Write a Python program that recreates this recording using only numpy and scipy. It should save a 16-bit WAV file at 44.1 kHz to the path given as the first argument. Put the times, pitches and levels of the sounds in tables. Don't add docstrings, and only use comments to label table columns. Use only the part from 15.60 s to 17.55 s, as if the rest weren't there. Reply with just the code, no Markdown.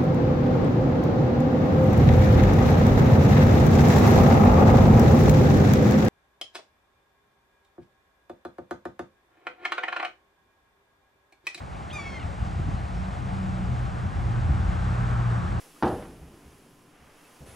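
import sys
import numpy as np
from scipy import signal
from scipy.fft import rfft, irfft
from scipy.io import wavfile

SR = 44100
rng = np.random.default_rng(int(sys.argv[2]) if len(sys.argv) > 2 else 0)


def generate_wav(sig):
    pcm = np.round(np.clip(np.atleast_2d(sig).T, -1, 1) * 32767).astype(np.int16)
    wavfile.write(sys.argv[1], SR, pcm)


N = 85995

# t/s, overall level/dB, knock f/Hz, knock t60/s, relative thump level/dB, relative click level/dB
CONTACTS = [(0.2251, -14.5, 894.6, 0.038, -31, -15.5), (0.2331, -17, 805, 0.025, 3, -14.5)]


def undb(db):
    return 10 ** (np.asarray(db) / 20)


def unit(x):
    return x / np.sqrt(np.mean(x ** 2))


def age(start):
    return np.maximum(np.arange(N) / SR - start, 0)


def fade(start, rise, t60):
    return (1 - np.exp(-age(start) / rise)) * np.exp(-np.log(1000) * age(start) / t60)


def ring(start, hz, t60):
    return np.sin(2 * np.pi * hz * age(start)) * np.exp(-np.log(1000) * age(start) / t60)


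def cut(x, hz, kind="lowpass", order=2):
    return signal.sosfilt(signal.butter(order, hz, kind, fs=SR, output="sos"), x)


def freqs():
    return np.maximum(np.fft.rfftfreq(N, 1 / SR), 1)


def colour(points):
    hz, db = np.array(points).T
    return undb(np.interp(np.log(freqs()), np.log(hz), db))


def noise(gain, width=0.37, wide_from_hz=390, wide_to_hz=7450):
    mid, side = rfft(rng.standard_normal((2, N))) * gain
    side = side * width * freqs() / np.hypot(freqs(), wide_from_hz) / np.hypot(1, freqs() / wide_to_hz)
    return unit(irfft(np.array([mid + side, mid - side]), N))


def background(level_db=-58, low_hz=450, treble_hz=3800, peak_db=-73.5, peak_hz=10340, peak_width_hz=1020):
    # f/Hz, relative level/dB
    spectrum = [(20, 0), (45, -15), (75, -9.5), (130, -9.5), (200, -11), (280, -4.5), (400, -5.5),
                (600, -11), (1200, -12.5), (2000, -17), (3000, -17.5), (4000, -24), (5200, -20.5),
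                (8500, -23), (11500, -21.5), (13000, -29.5), (15500, -31.5)]
    # t/s, middle gain/dB, treble gain/dB
    drift = [(0, 6.5, 9.5), (0.12, 2.5, 5), (0.4, 7.5, 2), (0.58, 2.5, -1), (0.95, 1.5, 0), (1.15, -1, -2),
             (1.3, 0, -4), (1.38, 3.5, -5.5), (1.62, 4.5, 1), (1.801, 4, 2.5), (1.95, -5, -4)]
    times, middle_db, treble_db = np.array(drift).T
    middle_gain, treble_gain = (undb(np.interp(age(0), times, db)) for db in (middle_db, treble_db))
    air = rfft(undb(level_db) * noise(colour(spectrum)))
    low = 1 / (1 + (freqs() / low_hz) ** 4)
    high = 1 / (1 + (treble_hz / freqs()) ** 4)
    bass, middle, treble = (irfft(air * share, N) for share in (low, 1 - low - high, high))
    peak = undb(peak_db) * noise(1 / (1 + (2 * (freqs() - peak_hz) / peak_width_hz) ** 2))
    return bass + middle_gain * middle + treble_gain * (treble + peak)


def hum(width_hz=6.5):
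    # f/Hz, level/dB
    tones = [(163, -69.5), (240, -72.5), (292, -67.5), (1028, -73)]
    return sum(undb(db) * noise(np.exp(-((freqs() - hz) / width_hz) ** 2)) for hz, db in tones)


def squeaks(width_hz=20, swell_s=0.016):
    # t/s, level/dB, f/Hz
    chirps = [(0.168, -56.5, 1218), (1.66, -60.5, 2610)]
    out = 0
    for when, db, hz in chirps:
        tone = noise(np.exp(-((freqs() - hz) / width_hz) ** 2))
        swell = np.exp(-((age(0) - when) / swell_s) ** 2)
        out += undb(db) * tone * swell
    return out


def boot(carpet_hz=2240):
    out = 0
    for start, db, hz, t60, thump_db, click_db in CONTACTS:
        knock = ring(start, hz, t60)
        shaft = undb(-5) * ring(start, hz=1384, t60=0.013)
        thump = undb(thump_db) * ring(start, hz=288, t60=0.043)
        blow = cut(knock + shaft + thump, carpet_hz, order=3)
        click = unit(cut(rng.standard_normal(N), hz=3770)) * fade(start, rise=0.00039, t60=0.015)
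        out += undb(db) * (blow + undb(click_db) * cut(click, hz=5900, order=8))
    return cut(out, hz=112, kind="highpass", order=1)


def reverberation(rise_s=0.0033, tail_top_hz=350):
    # f/Hz, band level/dB, t60/s
    decays = [(68.6, -42, 0.99), (108, -31.5, 0.47), (173, -28.5, 0.34), (350, -29.5, 0.68),
              (570, -31.5, 0.66), (816, -23.5, 0.33), (1460, -34.5, 0.43), (2060, -47, 0.31),
              (3160, -48, 0.46), (6000, -65.5, 0.35), (12000, -75, 0.63)]
    hz, db, t60 = np.array(decays).T
    start, out = CONTACTS[0][0], 0
    tail = undb(-21) * fade(start, rise_s, t60=3.32)
    for centre in 64 * 2 ** (np.arange(16) / 2):
        bands_away = np.abs(2 * np.log2(freqs() / centre))
        band = noise(np.sqrt(np.maximum(1 - bands_away, 0)), width=0.14)
        band_db, band_t60 = (np.interp(np.log(centre), np.log(hz), column) for column in (db, t60))
        early = fade(start, rise_s, band_t60)
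        late = tail / np.hypot(1, (centre / tail_top_hz) ** 2)
        out += undb(band_db) * band * np.hypot(early, late)
    return out


def reflections(direct):
    # delay/s, gain/dB
    echoes = [(.0056, -11), (.0157, -10), (.0188, -31), (.0296, -15), (0.0383, -18), (0.0551, -30)]
    t, dull = age(0), cut(direct, hz=2230)
    return sum(undb(db) * np.interp(t - delay, t, dull) for delay, db in echoes)


def room_ringing(rise_s=0.019):
    # f/Hz, level/dB, t60/s
    tones = [(37.7, -42.5, 1.7), (71.8, -25.5, 0.41), (79.5, -26.5, 0.48), (118.9, -33.5, 0.66),
             (170.6, -36.5, 0.63), (200.5, -25, .42), (244.3, -43, 0.54), (299.6, -27.5, 0.43),
             (318.3, -24, 0.42), (363, -20, 0.31), (485.6, -25, .42), (751, -34.5, 0.6), (782, -29.5, 0.49),
             (835, -33, 0.46)]
    start = CONTACTS[1][0]
    swell = 1 - np.exp(-age(start) / rise_s)
    return swell * sum(undb(db) * ring(start, hz, t60) for hz, db, t60 in tones)


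def clothes():
    # t/s, level/dB, rise/s, t60/s
    rustles = [(0.24, -41, 0.065, 0.87), (1.853, -47.5, 0.01, 3.1)]
    # f/Hz, relative level/dB
    spectrum = [(30, -14), (70, 7), (200, -4), (450, -3.5), (1200, -12.5), (3000, -16), (4200, -21),
                (8500, -22.5), (10600, -14), (12500, -29), (15000, -41)]
    return sum(undb(db) * noise(colour(spectrum)) * fade(start, rise, t60)
               for start, db, rise, t60 in rustles)


def creases(width_octaves=0.93):
    # t/s, level/dB, centre f/Hz
    brushes = [(0.25, -43.5, 4220), (0.274, -41, 3720), (0.324, -54, 2780), (0.421, -41, 1420),
               (0.448, -41.5, 1300), (1.345, -51, 1560)]
    out = 0
    for start, db, hz in brushes:
        brush = noise(np.exp(-(np.log2(freqs() / hz) / width_octaves) ** 2))
        out += undb(db) * brush * fade(start, rise=0.0064, t60=0.069)
    return out


def weight_shifts(rise_s=0.0056):
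    # t/s, boom level/dB, knock level/dB, knock f/Hz, scuff level/dB
    shifts = [(0.611, -38.5, -42.5, 164.3, -58.5), (0.727, -58, -48, 340, -58), (0.851, -45, -48, 141, -57),
              (1.402, -50.5, -55.5, 143, -57.5), (1.806, -42, -38.5, 135.7, -45)]
    # f/Hz, relative level/dB
    spectrum = [(40, -18), (100, 4), (450, -3.5), (900, -11.5), (2000, -32), (8000, -28), (16000, -80)]
    out = 0
    for start, boom_db, knock_db, hz, scuff_db in shifts:
        boom = undb(boom_db) * ring(start, hz=70, t60=0.32)
        knock = undb(knock_db) * ring(start, hz, t60=0.24)
        scuff = undb(scuff_db) * noise(colour(spectrum)) * fade(start, rise_s, t60=0.41)
        swell = 1 - np.exp(-age(start) / rise_s)
        out += (boom + knock) * swell + scuff
    return out


def scene():
    direct = boot()
    stamp = direct + reflections(direct) + room_ringing() + reverberation()
    return stamp + weight_shifts() + clothes() + creases() + squeaks() + background() + hum()


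def record(dry, right_db=1.0, tilt_hz=1400, top_hz=15700):
    tilt_db = right_db * freqs() ** 2 / (freqs() ** 2 + tilt_hz ** 2)
    heard = irfft(rfft(dry) * undb(np.array([-tilt_db, tilt_db]) / 2), N)
    return signal.sosfilt(signal.ellip(10, .2, 80, top_hz, fs=SR, output="sos"), heard)


dry = scene()
out = record(dry)
generate_wav(out)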